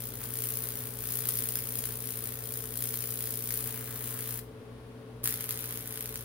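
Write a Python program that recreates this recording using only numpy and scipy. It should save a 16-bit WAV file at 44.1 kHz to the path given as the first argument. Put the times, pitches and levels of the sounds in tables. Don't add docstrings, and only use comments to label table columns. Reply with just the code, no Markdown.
import sys
import numpy as np
from scipy import signal
from scipy.fft import rfft, irfft
from scipy.io import wavfile
from scipy.ndimage import uniform_filter1d

SR = 44100
rng = np.random.default_rng(int(sys.argv[2]) if len(sys.argv) > 2 else 0)


def persist_wave(psi):
    counts = np.round(np.clip(psi, -1, 1) * 32767).astype(np.int16)
    wavfile.write(sys.argv[1], SR, np.atleast_2d(counts).T)


N = 275184

# (frequency [Hz], mean level [dB])
FAN_TONES = [(55.05, -70), (56.23, -61.5), (58.59, -63), (101.8, -66), (112.46, -64), (435.04, -56),
             (449.72, -60), (543.84, -67), (562.13, -70), (618.66, -76.5), (870.12, -78.5), (1087.64, -74),
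             (1124.27, -75), (1413.96, -76)]
# (frequency [Hz], density [dB per Hz])
AIR_RUSH = [(20, -86), (45, -97), (80, -78), (115, -73.5), (165, -83.5), (265, -75), (330, -81.5),
            (420, -78.5), (720, -87.5), (950, -89), (1120, -90.5), (1300, -92), (2200, -96.5), (3600, -100),
            (7500, -112), (9600, -108), (15500, -113)]
# (level at load 0 [dB], level at load 1 [dB])
HUM_HARMONICS = [(-51, -44), (-66, -70), (-60, -55), (-90, -75.5), (-88, -70)]
# (start [s], end [s], lag of left port [ms], left minus right [dB])
BURNS = [(0, 4.396, .057, -.8), (5.233, 6.3, .091, -2.1)]
# (time [s], burning strength [dB])
BURN_STRENGTH = [(0.01, -0.9), (0.21, -7.1), (0.46, 4.5), (0.96, -4.5), (1.11, 4.5), (1.91, -0.4),
                 (2.26, -0.3), (2.41, -3.5), (2.61, 0.8), (2.71, -2.5), (2.81, 4), (3.36, 1.2), (3.56, 4.5),
                 (3.81, -7.5), (4.11, -0.5), (4.16, -5), (4.31, 1.5), (4.39, -3.5), (5.24, 7), (5.39, -1),
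                 (5.49, -0.7), (6.04, -4.5), (6.09, -0.7), (6.23, -5.5)]
# (time [s], extra strength [dB])
FLARES = [(.239, 7), (.339, 1.5), (.672, -1.5), (1.089, 0.5), (1.289, 6), (1.49, 4), (1.556, 6),
          (1.756, 5.5), (1.79, 7.5), (1.856, 5), (2.257, 3.5), (2.79, -1), (5.441, 3.5), (5.491, 5),
          (5.592, 4.5), (5.775, 6), (6.008, 6.5), (6.092, 3)]
# (time [s], forward half cycle [dB], reverse half cycle [dB])
ARC_STRENGTH = [(.18, -72, -76), (.21, -64, -53), (.32, -72, -62), (.5, -71.5, -61.5), (3.45, -77, -71),
                (3.65, -57.5, -61), (4.2, -62, -57.5), (4.35, -62, -63), (5.24, -65, -64),
                (5.5, -94, -57.5), (6.24, -89, -70)]
# (time [s], click size before colouring [dB])
STEAM_CRACKS = [(1.2912, -20.5), (1.8396, -17.5), (2.8238, -21), (3.5069, -20), (5.258, -14),
                (5.2753, -11.5), (5.3249, -27), (5.5081, -14.5), (5.5748, -24), (5.975, -21), (6.058, -20),
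                (6.1577, -18)]
# (frequency [Hz], gain [dB])
CRACK_COLOUR = [(100, 3), (400, -17), (1500, 6), (3500, 5), (7000, 7.5), (16000, 13.5)]
# (frequency [Hz], relative gain [dB])
FIZZ_COLOUR = [(600, -26.5), (2000, -29.5), (5000, -12), (8000, -11), (8700, -7), (9450, -3), (10300, -1),
               (11600, -1), (13000, 1), (15600, 1.5), (16500, -46)]
# (frequency [Hz], relative gain [dB])
CRACKLE_COLOUR = [(200, -10), (700, -13), (1150, 1.5), (1700, 2.5), (2300, 2.5), (2750, 0), (3300, 3.5),
                  (4500, -1), (7000, -4), (10000, -25), (16000, -14)]
# (frequency [Hz], relative gain [dB])
SNAP_COLOUR = [(150, -9.5), (500, -17.5), (1100, -4), (1600, -3), (2500, -7.5), (5000, -13), (9000, -6.5),
               (16000, 1)]
# (frequency [Hz], left minus right [dB])
PORT_BALANCE = [(60, 0.5), (120, 1.6), (220, 0.5), (420, 4.5), (1200, 4), (2400, 2), (5000, 3.5),
                (8000, -0.5), (8700, 6), (9450, 18), (10400, 7.5), (11600, 5.5), (13000, 3.5), (15500, 5.5)]

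MAINS_HZ = 59.972
FIRST_PEAK_S = .0056
TIME = np.arange(N) / SR
FREQ = np.maximum(np.arange(N // 2 + 1) * SR / N, 1)
RELIGHT_S = BURNS[1][0]
RELIT = TIME >= RELIGHT_S

FIZZ_DB, CRACKLE_DB = -39.5, -55
CRACKLE_SLOPE = .67
RELIGHT_CRACKLE_DB = 3
FLICKER_DB, RELIGHT_FLICKER_DB = 1.07, 2.1
FLARE_S = 0.0024
LOAD, RELIGHT_LOAD = 0.5, 0.39
LOAD_PER_DB = 0.05
LOAD_SMOOTHING_S = .06
INRUSH_DB, INRUSH_SLOPE_DB = -48, -1
INRUSH_S = 0.021
EARLY_T60_S, ROOM_T60_S, TREBLE_T60_S = 0.066, 0.32, .3
TOP_HZ = 15900


def undb(db):
    return 10 ** (np.asarray(db) / 20)


def curves(table):
    s, *columns = np.transpose(table)
    return [np.interp(TIME, s, column) for column in columns]


def response(points):
    hz, db = np.transpose(points)
    return undb(np.interp(np.log(FREQ), np.log(hz), db))


def colour(x, gain):
    cepstrum = irfft(np.log(gain), N)
    cepstrum[1:N // 2] *= 2
    cepstrum[N // 2 + 1:] = 0
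    return irfft(rfft(x) * np.exp(rfft(cepstrum)), N)


def in_band(points, lo, hi):
    gain = response(points)
    inside = (FREQ > lo) * (FREQ < hi)
    return gain / np.sqrt(np.mean(gain ** 2 * inside))


def unit(x):
    return x / np.sqrt(np.mean(x ** 2))


def delay(x, ms):
    return irfft(rfft(x) * np.exp(-2j * np.pi * FREQ * ms / 10 ** 3), N)


def walk(rate):
    k = int(SR / rate)
    steps = np.repeat(rng.standard_normal(N // k + 2), k)
    return unit(uniform_filter1d(steps, k)[:N])


def per_cycle():
    cycle = ((TIME - FIRST_PEAK_S) * MAINS_HZ + .5).astype(int)
    return rng.standard_normal(cycle[-1] + 1)[cycle]


def window(after_ms, width_ms, jitter_ms):
    centre_s = (after_ms + jitter_ms * per_cycle()) / 10 ** 3
    turn = (TIME - FIRST_PEAK_S - centre_s) * MAINS_HZ
    away_ms = ((turn + .5) % 1 - .5) / MAINS_HZ * 10 ** 3
    return np.exp(-.5 * (away_ms / width_ms) ** 2)


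def sparks(activity, rate, spread_db, apart):
    chance = activity / activity.mean() * rate / SR
    sizes = undb(spread_db * np.minimum(rng.standard_normal((3, N)), 2))
    struck = rng.random((3, N)) < chance
    both, left, right = struck * sizes * rng.choice([-1, 1], (3, N))
    return unit(both + apart * np.array([left, right]))


def tone(hz, wobble):
    phase = 2 * np.pi * (hz * TIME + rng.random())
    return np.sqrt(2) * np.sin(phase + wobble * walk(3.02))


def mains_tone(order, turn, wobble):
    phase = 2 * np.pi * (order * MAINS_HZ * (TIME - FIRST_PEAK_S) + turn)
    return np.sqrt(2) * np.sin(phase + wobble * walk(3.0))


def fans():
    tones = sum(tone(hz, wobble=0.25) * undb(db + 0.78 * walk(6)) for hz, db in FAN_TONES)
    mid, side = rfft(rng.standard_normal((2, N)) * undb(0.18 * walk(3.5)))
    alike = 1 / (1 + (FREQ / 600) ** 2)
    air = np.sqrt(1 + alike) * mid + np.sqrt(1 - alike) * side * np.array([[1], [-1]])
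    rush = irfft(air * response(AIR_RUSH), N) * np.sqrt(SR) / 2
    return tones + rush


def current(arc_load=0.59):
    burn_db, = curves(BURN_STRENGTH)
    arcing = undb(curves(ARC_STRENGTH)[0])
    base = np.where(RELIT, RELIGHT_LOAD, LOAD)
    load = base + LOAD_PER_DB * burn_db + arc_load * arcing / arcing.max()
    conducts = sum((TIME >= start) & (TIME < end) for start, end, _, _ in BURNS)
    return uniform_filter1d(load * conducts, int(LOAD_SMOOTHING_S * SR))


def transformer():
    load = current()
    hum = 0
    for k, (idle_db, loaded_db) in enumerate(HUM_HARMONICS):
        size = undb(idle_db) + load * (undb(loaded_db) - undb(idle_db))
        hum = hum + size * mains_tone(k + 2, turn=0, wobble=0.029)
    return hum


def inrush(count=6):
    age = np.maximum(TIME - RELIGHT_S, 0)
    swell = np.minimum(age / .003, 1) * np.exp(-age / INRUSH_S)
    buzz = 0
    for k in range(count):
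        level = undb(INRUSH_DB + INRUSH_SLOPE_DB * k)
        buzz = buzz + level * mains_tone(k + 2, turn=0, wobble=0.37)
    return swell * buzz


def arc_drone(odd_db=-2, even_db=0):
    forward, reverse = undb(curves(ARC_STRENGTH))
    odd = undb(odd_db) * np.abs(reverse - forward) * mains_tone(3, turn=1 / 4, wobble=.06)
    even = undb(even_db) * forward * mains_tone(4, turn=1 / 4, wobble=.06)
    return odd + even


def cracks():
    clicks = np.zeros(N)
    for s, db in STEAM_CRACKS:
        clicks[int(s * SR)] -= undb(db)
    return colour(clicks, response(CRACK_COLOUR))


def arc():
    forward_db, reverse_db = curves(ARC_STRENGTH)
    forward_window = window(after_ms=2.85, width_ms=.2, jitter_ms=.15)
    reverse_window = window(after_ms=-5.5, width_ms=.25, jitter_ms=.2)
    sputter_window = window(after_ms=8.7, width_ms=1.3, jitter_ms=.3)
    forward = sparks(forward_window, rate=600, spread_db=6, apart=1.0)
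    reverse = sparks(reverse_window, rate=980, spread_db=6.5, apart=0.25)
    sputter = sparks(sputter_window, rate=2500, spread_db=2, apart=.4)
    forward_snaps = forward * undb(forward_db + 5.0)
    reverse_bursts = (reverse + undb(0.5) * sputter) * undb(reverse_db - 2.0)
    return colour(forward_snaps + reverse_bursts, in_band(SNAP_COLOUR, 900, 6000))


def flares():
    return sum(db * np.exp(-((TIME - s) / FLARE_S) ** 4) for s, db in FLARES)


def track(fizz_scatter_db=0.72, crackle_scatter_db=.9):
    burn_db, = curves(BURN_STRENGTH)
    flicker_db = flares() + np.where(RELIT, RELIGHT_FLICKER_DB, FLICKER_DB) * per_cycle()
    fizz_db = FIZZ_DB + burn_db + flicker_db + fizz_scatter_db * per_cycle()
    crackle_db = CRACKLE_DB + CRACKLE_SLOPE * burn_db + RELIGHT_CRACKLE_DB * RELIT
    crackle_db = crackle_db + flicker_db + crackle_scatter_db * per_cycle()
    forward = window(after_ms=-.1, width_ms=.88, jitter_ms=.25)
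    reverse = window(after_ms=500 / MAINS_HZ, width_ms=2.0, jitter_ms=.4)
    steam = window(after_ms=2.7, width_ms=2.4, jitter_ms=0.96)
    fizz_activity = forward + undb(-24.5) * steam + undb(-36) * reverse
    crackle_activity = forward + undb(-20) * reverse + undb(-28)
    fizz = sparks(fizz_activity, rate=5500, spread_db=5.0, apart=0.79)
    crackle = sparks(crackle_activity, rate=2200, spread_db=5, apart=0.62)
    fizz = colour(fizz * undb(fizz_db), in_band(FIZZ_COLOUR, 8500, 16000))
    crackle = colour(crackle * undb(crackle_db), in_band(CRACKLE_COLOUR, 900, 6000))
    return fizz + crackle


def board():
    left, right = track() + arc() + cracks()
    out = 0
    for start, end, lag_ms, pan_db in BURNS:
        heard = np.array([delay(left, lag_ms) * undb(pan_db / 2), right * undb(-pan_db / 2)])
        out = out + heard * (TIME >= start) * (TIME < end)
    return out


def workshop(x, echo_ms, echo_db, early_db, tail_db, treble_tail_db, count=6):
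    t = TIME[:SR // 2]
    split = signal.butter(2, 6000, fs=SR)
    spot = (np.abs(per_cycle()) * 10 ** 3).astype(int) % count
    wet = 0
    for k in range(count):
        paths = rng.standard_normal((2, len(t))) * (t > .004)
        dull = signal.filtfilt(*split, paths)
        early = paths * undb(early_db - 60 * t / EARLY_T60_S)
        tail = dull * undb(tail_db - 60 * t / ROOM_T60_S)
        treble_tail = (paths - dull) * undb(treble_tail_db - 60 * t / TREBLE_T60_S)
        wet = wet + signal.fftconvolve(x * (spot == k), early + tail + treble_tail, axes=1)[:, :N]
    echo = undb(echo_db) * delay(x, echo_ms)
    return x + echo + wet


def scene():
    background = fans() + transformer() + inrush()
    burning = workshop(board(), echo_ms=4.7, echo_db=-20, early_db=-33.5, tail_db=-35.5,
                       treble_tail_db=-40.5)
    return background + arc_drone() + burning


def record(dry):
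    tilt = np.sqrt(response(PORT_BALANCE))
    ports = np.array([colour(dry[0], tilt), colour(dry[1], 1 / tilt)])
    top_cut = signal.ellip(10, .2, 70, TOP_HZ, fs=SR, output="sos")
    return signal.sosfilt(top_cut, ports)


dry = scene()
out = record(dry)
persist_wave(out)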